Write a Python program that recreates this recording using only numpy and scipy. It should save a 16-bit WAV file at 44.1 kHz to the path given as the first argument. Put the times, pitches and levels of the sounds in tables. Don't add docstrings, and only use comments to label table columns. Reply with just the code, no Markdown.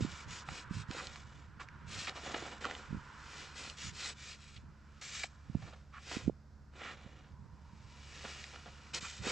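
import sys
import numpy as np
from scipy import signal
from scipy.fft import rfft, irfft, next_fast_len
from scipy.io import wavfile
from scipy.ndimage import uniform_filter1d, map_coordinates

SR = 44100
rng = np.random.default_rng(int(sys.argv[2]) if len(sys.argv) > 2 else 0)


def pcm_store(signal):
    levels = np.round(np.clip(np.atleast_2d(signal), -1, 1) * 32767)
    wavfile.write(sys.argv[1], SR, levels.astype(np.int16).T)


N = 410571
TIME = np.arange(N) / SR


# f/Hz, gain/dB
SAND_SPECTRUM = [(150, -23), (540, -32), (750, -16.5), (1050, -2.5), (1450, 1.5), (1900, 4), (2300, 3.5),
                 (3200, 2), (5200, 4), (7700, -2)]
def sand(density=7500, spread_db=2.5, ring_db=-1, gain_db=1.0):
    hiss_level = stroke_level([hiss_db for *_, hiss_db, _ in STROKES])
    flutter = from_db(1.1 * drift(200) + .9 * drift(40))
    grains_per_s = density * (0.27 + rms_one(hiss_level))
    rubbing = grains(grains_per_s, spread_db) * flutter
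    hiss = colour(rubbing + from_db(ring_db) * blade(rubbing), SAND_SPECTRUM)
    return from_db(gain_db) * hiss_level * rms_one(hiss)


# start t/s, rise t/s, fall t/s, relative hiss level/dB, relative grit level/dB
STROKES = [(0.0, 0.011, 0.1, -50.5, -62), (0.057, 0.091, 0.12, -53.5, -64.5),
           (0.263, 0.087, 0.096, -49.5, -65), (0.451, 0.098, 0.1, -50.5, -61),
           (0.694, 0.1, 0.049, -51.5, -84), (0.875, 0.097, 0.17, -51, -55),
           (1.089, 0.051, 0.12, -58.5, -66.5), (1.238, 0.044, 0.24, -67, -71),
           (1.598, 0.0074, 0.055, -58.5, -61), (1.861, 0.14, 0.12, -44.5, -59.5),
           (2.19, 0.1, 0.32, -51, -54), (2.605, 0.0069, 0.29, -55.5, -54),
           (3.538, 0.06, 0.17, -47.5, -58.5), (3.755, 0.097, 0.073, -45.5, -68.5),
           (3.919, 0.16, 0.061, -43, -58.5), (4.151, 0.15, 0.08, -51, -69.5), (4.3, 0.19, 0.14, -62, -101),
           (5.01, 0.0096, 0.096, -47, -65), (5.044, 0.14, 0.094, -44.5, -69), (6.052, 0.11, 0.14, -56, -62),
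           (6.715, 0.17, 0.086, -59.5, -56), (6.93, 0.057, 0.39, -71.5, -66.5),
           (8.932, 0.019, 0.05, -39, -52), (9.005, 0.0048, 0.27, -49, -66), (9.216, 0.12, 0.33, -37, -42)]
def stroke_level(peaks_db, speed_exponent=1.04, trickle_s=0.099, trickle_db=-21):
    power = np.zeros(N)
    for (s, rise, fall, *_), db in zip(STROKES, peaks_db):
        ramp = np.interp(TIME[:int((rise + fall) * SR)], [0, rise, rise + fall], [0, 1, 0])
        speed = np.sin(np.pi / 2 * ramp)
        add(power, s, (from_db(db) * speed ** speed_exponent) ** 2)
    moving = np.sqrt(power)
    pole = np.exp(-1 / (trickle_s * SR))
    trickle = signal.lfilter([1 - pole], [1, -pole], moving + 1e-18)
    return moving + from_db(trickle_db) * trickle


def per_stroke():
    values = rng.standard_normal(len(STROKES) + 1)
    starts = sorted(s for s, *_ in STROKES)
    return uniform_filter1d(values[np.searchsorted(starts, TIME)], size=SR // 50)


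# mean f/Hz, mean gain/dB
BLADE_MODES = [(2400, 1), (3140, -7.5), (3740, -2), (4790, -21), (5500, -20), (6550, -2), (7600, 4)]
def blade(x, width_hz=260, glide=0.053):
    tuning = 1 + glide * (per_stroke() + .5 * drift(8))
    warped_time = np.cumsum(tuning) / SR
    out, pole = 0, np.exp(-np.pi * width_hz / SR)
    for hz, db in BLADE_MODES:
        carrier = np.exp(2j * np.pi * hz * warped_time)
        envelope = signal.lfilter([1 - pole], [1, -pole], x / carrier + 1e-18)
        mode = 2 * np.real(carrier * envelope)
        out = out + from_db(db + 2 * per_stroke()) * mode
    return out


# f/Hz, gain/dB
GRIT_SPECTRUM = [(100, 0.5), (320, 4), (560, 7.5), (800, 1.5), (1400, 3.5), (2300, -0.5), (4000, -5.5),
                 (8000, -53)]
def grit(per_s=2600, spread_db=3.0, ring_db=-10, clod_db=1, pour_db=-12, gain_db=4):
    digging = stroke_level([grit_db for *_, grit_db in STROKES])
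    sources = [digging, from_db(clod_db) * clod_level(), from_db(pour_db) * pour_level()]
    crushing = np.linalg.norm(sources, axis=0)
    cracks = grains(per_s, spread_db) * from_db(2 * drift(150))
    crunch = colour(cracks + from_db(ring_db) * steel(cracks), GRIT_SPECTRUM)
    return from_db(gain_db) * crushing * rms_one(crunch)


def pours(per_s=16000, spread_db=4.5, body_hz=2400, body_width_hz=900, body_db=-3):
    running = grains(per_s, spread_db)
    body = from_db(body_db) * resonate(running, body_hz, body_width_hz)
    return pour_level() * rms_one(colour(running + body, SAND_SPECTRUM))


# peak t/s, level/dB, swell t/s, ebb t/s
POURS = [(2.169, -51, 0.021, 0.043), (2.8, -65, 0.69, 0.57), (3.408, -49.5, 0.13, 0.095),
         (5.15, -62, 0.19, 0.12), (5.664, -60.5, 0.13, 0.098), (6.145, -42.5, 0.064, 0.04),
         (8.3, -49, 0.25, 0.26), (8.88, -64.5, 0.18, 0.13)]
def pour_level(shape=1.13):
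    return sum(from_db(db) * np.exp(-np.maximum((s - TIME) / swell, (TIME - s) / ebb) ** shape)
               for s, db, swell, ebb in POURS)


def thuds(hz=560, width_hz=750, per_s=700, spread_db=3.0, gain_db=0.5):
    patter = resonate_twice(grains(per_s, spread_db), hz, width_hz)
    return from_db(gain_db) * clod_level() * rms_one(patter)


# t/s, relative level/dB
CLODS = [(2.072, -47), (2.154, -49), (2.247, -49.5), (2.287, -53), (2.337, -45.5), (2.415, -57),
         (2.452, -50), (2.513, -54.5), (2.61, -61), (2.646, -48.5), (2.688, -54), (5.616, -60),
         (5.668, -62), (5.724, -61.5), (6.112, -52), (8.24, -51.5), (8.53, -56), (8.656, -55.5)]
def clod_level(burst_s=0.0041, crumble_s=0.03):
    out, age = np.zeros(N), TIME[:SR // 4]
    envelope = (1 - np.exp(-age / burst_s)) * np.exp(-age / crumble_s)
    for s, db in CLODS:
        add(out, s, from_db(db) * envelope)
    return out


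# t/s, relative peak level/dB, f/Hz
PEBBLES = [(0.912, -29, 1380), (1.0707, -28.5, 3200), (1.159, -34.5, 1300), (1.687, -37.5, 1450),
           (2.095, -28, 2090), (2.646, -34, 1130), (2.653, -23.5, 1210), (2.7111, -29.5, 1340),
           (2.751, -32.5, 1250), (3.699, -30.5, 2760), (8.441, -32, 1880), (8.56, -35, 836)]
def pebbles(rattle_s=0.0011, rattle_db=-13, knock_db=6, knock_width=0.33, ring_db=-15, gain_db=-1):
    out, t = np.zeros(N), TIME[:SR // 20]
    for s, db, hz in PEBBLES:
        crumbs = rng.standard_normal(len(t)) * np.exp(-t / rattle_s)
        contact = (t == 0) + from_db(rattle_db) * crumbs
        crack = resonate_twice(contact, hz, 2 * hz)
        knock = resonate(crack, hz, knock_width * hz)
        add(out, s, from_db(db + gain_db) * peak_one(crack + from_db(knock_db) * knock))
    return out + from_db(ring_db) * tray(out)


# t/s, peak level/dB, f/Hz
KNOCKS = [(2.366, -32, 520), (2.425, -33, 343), (2.659, -32, 316), (2.712, -35, 564), (5.242, -32, 675),
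          (6.114, -39, 686)]
def knocks(width_hz=180):
    out, tap = np.zeros(N), signal.unit_impulse(SR // 10)
    for s, db, hz in KNOCKS:
        add(out, s, from_db(db) * peak_one(resonate(tap, hz, width_hz)))
    return out


# start t/s, duration t/s, level/dB, rasp f/Hz, ring's share of power
CATCHES = [(0.4862, 0.005, -37, 1090, 0), (0.967, 0.054, -44.5, 1410, 0.04),
           (1.589, 0.041, -47.5, 1270, 0.01), (2.064, 0.035, -40, 2050, 0), (2.643, 0.006, -35.5, 1440, 0),
           (4.555, 0.03, -56.5, 2630, 0.05), (5.231, 0.012, -36, 1900, 0.7), (5.916, 0.097, -52, 1370, 0),
           (6.764, 0.21, -49.5, 1720, 0), (8.943, 0.01, -37.5, 5000, 0.1), (9.023, 0.061, -46.5, 1380, 0.4),
           (9.286, 0.021, -42, 2340, 0.97)]
def catches(per_s=5000, spread_db=4.5, tray_db=3):
    slips, rasp, ring_drive = grains(per_s, spread_db), np.zeros(N), np.zeros(N)
    clanking = slips + from_db(tray_db) * tray(slips)
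    for start, length, db, hz, share in CATCHES:
        bite = from_db(db) * signal.windows.tukey(int(length * SR), .8)
        offset = int((start - length) * SR)
        span = slice(offset, offset + len(bite))
        hollow = resonate_twice(clanking[span], hz, width_hz=hz)
        add(rasp, start, bite * np.sqrt(1 - share) * rms_one(hollow))
        add(ring_drive, start, bite * np.sqrt(share) * rms_one(slips[span]))
    return rasp + steel(ring_drive) / np.std(steel(slips))


# f/Hz, bandwidth/Hz, gain/dB
STEEL_MODES = [(2245, 56, -1), (2900, 590, -21), (3750, 170, -11), (4830, 130, -10), (7540, 680, -14)]
def steel(x):
    return sum((-1) ** k * from_db(db) * resonate(x, hz, width)
               for k, (hz, width, db) in enumerate(STEEL_MODES))


# f/Hz, gain/dB
TRAY_MODES = [(1120, 3), (1420, 5), (2450, -14.5)]
def tray(x, width_hz=110):
    return sum((-1) ** k * from_db(db) * resonate(x, hz, width_hz)
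               for k, (hz, db) in enumerate(TRAY_MODES))


ECHO_DELAYS = [1.884, 3.3, 4.7]
def reflections(x, tail_s=.006, tail_db=-12.5):
    out, samples = x.copy(), np.arange(N)
    for ms in ECHO_DELAYS:
        lag = (ms + .1 * per_stroke() + .04 * drift(7)) * SR / 1000
        for ear in range(2):
            ear_lag = ear * rng.integers(-4, 5)
            out[ear] -= .5 / ms * np.interp(samples - lag - ear_lag, samples, x[ear])
    t = TIME[:SR // 20]
    tail = rng.standard_normal((2, len(t))) * np.exp(-t / tail_s)
    tail /= np.linalg.norm(tail, axis=1, keepdims=True)
    return out + from_db(tail_db) * signal.fftconvolve(x, tail, axes=1)[:, :N]


def ports(x, lag_samples=0.2):
    left = map_coordinates(x[0], [np.arange(N) - lag_samples], order=3, mode="nearest")
    return np.array([left, x[1]])


# peak t/s, half-length t/s, level/dB
GUSTS = [(0.004, 0.092, -36), (0.3, 0.039, -48), (0.508, 0.033, -49.5), (0.752, 0.072, -44),
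         (1.306, 0.43, -58.5), (1.897, 0.17, -54.5), (2.952, 0.041, -38.5), (3.884, 0.058, -50),
         (4.635, 0.084, -55.5), (5.595, 0.11, -50), (6.271, 0.036, -36), (7.52, 0.36, -57.5),
         (9.217, 0.025, -48)]
# f/Hz, gain/dB
RUMBLE_SPECTRUM = [(20, -15.5), (50, -3), (100, 9), (170, 2.5), (280, -12), (450, -22), (1000, -46)]
def wind():
    puffs = sum(from_db(db) * np.exp(-((TIME - s) / half) ** 2) for s, half, db in GUSTS)
    lumps = from_db(5 * np.tanh(1.5 * drift(45)) + 2 * drift(130))
    return puffs * rms_one(colour(wide_noise(side_db=-8.5), RUMBLE_SPECTRUM) * lumps)


# t/s, peak level/dB, f/Hz
BUFFETS = [(0.007, -31, 282), (0.048, -28, 210), (0.709, -31.5, 157), (0.766, -37.5, 133),
           (0.888, -36.5, 108), (0.905, -37.5, 236), (2.928, -32, 180), (2.946, -31.5, 170),
           (5.497, -35.5, 148), (5.549, -39.5, 500), (5.551, -25, 174), (6.168, -30.5, 228),
           (6.2784, -20, 208), (6.2963, -27.5, 388), (7.061, -44.5, 153), (7.732, -48.5, 136),
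           (9.027, -44.5, 165), (9.268, -33.5, 288)]
def buffets(swell_cycles=0.233):
    out, t = np.zeros(N), TIME[:SR // 10]
    for s, db, hz in BUFFETS:
        age = t * hz / swell_cycles
        swing = age ** 2 * np.exp(-age) * np.sin(2 * np.pi * hz * t)
        add(out, s, -from_db(db) * peak_one(swing))
    return out


# t/s, relative level/dB
RUSH_LEVELS = [(0, -53.5), (0.85, -54.5), (1.2, -61.5), (1.55, -63.5), (1.7, -59), (3.2, -54.5),
               (4.5, -68.5), (5.6, -66.5), (5.84, -73), (7.1, -75), (8.9, -63)]
# f/Hz, gain/dB
RUSH_SPECTRUM = [(350, -9), (740, -14), (970, 4), (1160, -1), (1400, 4.5), (2100, -8.5), (3300, -17),
                 (8000, -39)]
# f/Hz, gain/dB
AIR_SPECTRUM = [(20, -6), (70, 7.5), (170, -2), (330, -13.5), (1500, -21.5), (3000, -37.5), (5000, -28),
                (7700, -37)]
def breeze(waver_db=-0.5, rush_db=-1, air_db=-60.5):
    near, far = wide_noise(side_db=-12), wide_noise(side_db=-10)
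    course_db = np.interp(TIME, *np.transpose(RUSH_LEVELS))
    rush_level = from_db(course_db + rush_db + waver_db * drift(32.0))
    rush = rush_level * rms_one(colour(near, RUSH_SPECTRUM))
    return rush + from_db(air_db) * rms_one(colour(far, AIR_SPECTRUM))


def whistle(at_s=7.7, half_length_s=0.51, hz=950, width_hz=190, level_db=-68):
    tone = resonate_twice(rng.standard_normal(N), hz, width_hz)
    return from_db(level_db) * np.exp(-((TIME - at_s) / half_length_s) ** 2) * rms_one(tone)


# order, mean level/dB
ENGINE_ORDERS = [(1, -60.3), (2, -67.5), (3, -71.5), (4, -81)]
def engine(firing_hz=71.4):
    phase = 2 * np.pi * np.cumsum(firing_hz * (1 + .005 * drift(2))) / SR
    return np.sqrt(2) * sum(from_db(db + drift(3)) * np.sin(k * phase + 2 * np.pi * rng.random())
                            for k, db in ENGINE_ORDERS)


def grains(per_s, spread_db):
    chance = np.clip(per_s / SR, 1e-4, 1)
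    sizes = from_db(spread_db * np.minimum(rng.exponential(1, N), 4)) * rng.choice([-1, 1], N)
    return rms_one(sizes * (rng.random(N) < chance) / np.sqrt(chance))


def drift(rate):
    knots = rng.standard_normal(N // 20)
    return map_coordinates(knots, [TIME * rate], order=2, mode="mirror")


def wide_noise(side_db):
    mid, side = rng.standard_normal((2, N))
    return mid + from_db(side_db) * side * np.array([[1], [-1]])


def resonate(x, hz, width_hz):
    r = np.exp(-np.pi * width_hz / SR)
    feedback = [1, -2 * r * np.cos(2 * np.pi * hz / SR), r * r]
    return signal.lfilter(np.array([1, 0, -1]) * (1 - r * r) / 2, feedback, x + 1e-18)


def resonate_twice(x, hz, width_hz):
    return resonate(resonate(x, hz, width_hz), hz, width_hz)


def colour(x, spectrum):
    size = next_fast_len(N + 4096)
    hz, db = np.transpose(spectrum)
    bins = np.arange(size // 2 + 1) * SR / size
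    gain = from_db(np.interp(np.log(bins + 1), np.log(hz), db))
    return irfft(rfft(x, size) * gain, size)[..., :N]


def pan(x, left_db):
    return x * from_db(np.array([[left_db], [-left_db]]) / 2)


def add(track, s, sound):
    start = max(int(s * SR), 0)
    track[start:start + len(sound)] += sound[:max(N - start, 0)]


def from_db(db):
    return 10 ** (np.asarray(db) / 20)


def rms_one(x):
    return x / np.sqrt(np.mean(x ** 2) + 1e-20)


def peak_one(x):
    return x / np.abs(x).max()


def scene():
    fine = pan(sand() + pours(), left_db=0.3)
    coarse = pan(grit() + thuds() + pebbles() + knocks() + catches(), left_db=-2.5)
    shovel = ports(reflections(fine + coarse))
    gusts = pan(wind(), left_db=-7.0) + pan(buffets(), left_db=-11.0)
    background = pan(breeze() + whistle() + engine(), left_db=-2.5)
    return shovel + gusts + background


# f/Hz, gain/dB
MICROPHONE_RESPONSE = [(7900, 0), (8400, -14), (10300, -20), (10900, -32), (15000, -40)]
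def record(dry, hiss_db=-92.5, cutoff_hz=15700):
    heard = colour(dry, MICROPHONE_RESPONSE) + from_db(hiss_db) * rng.standard_normal((2, N))
    return signal.sosfilt(signal.cheby2(12, 70, cutoff_hz, fs=SR, output="sos"), heard)


dry = scene()
out = record(dry)
pcm_store(out)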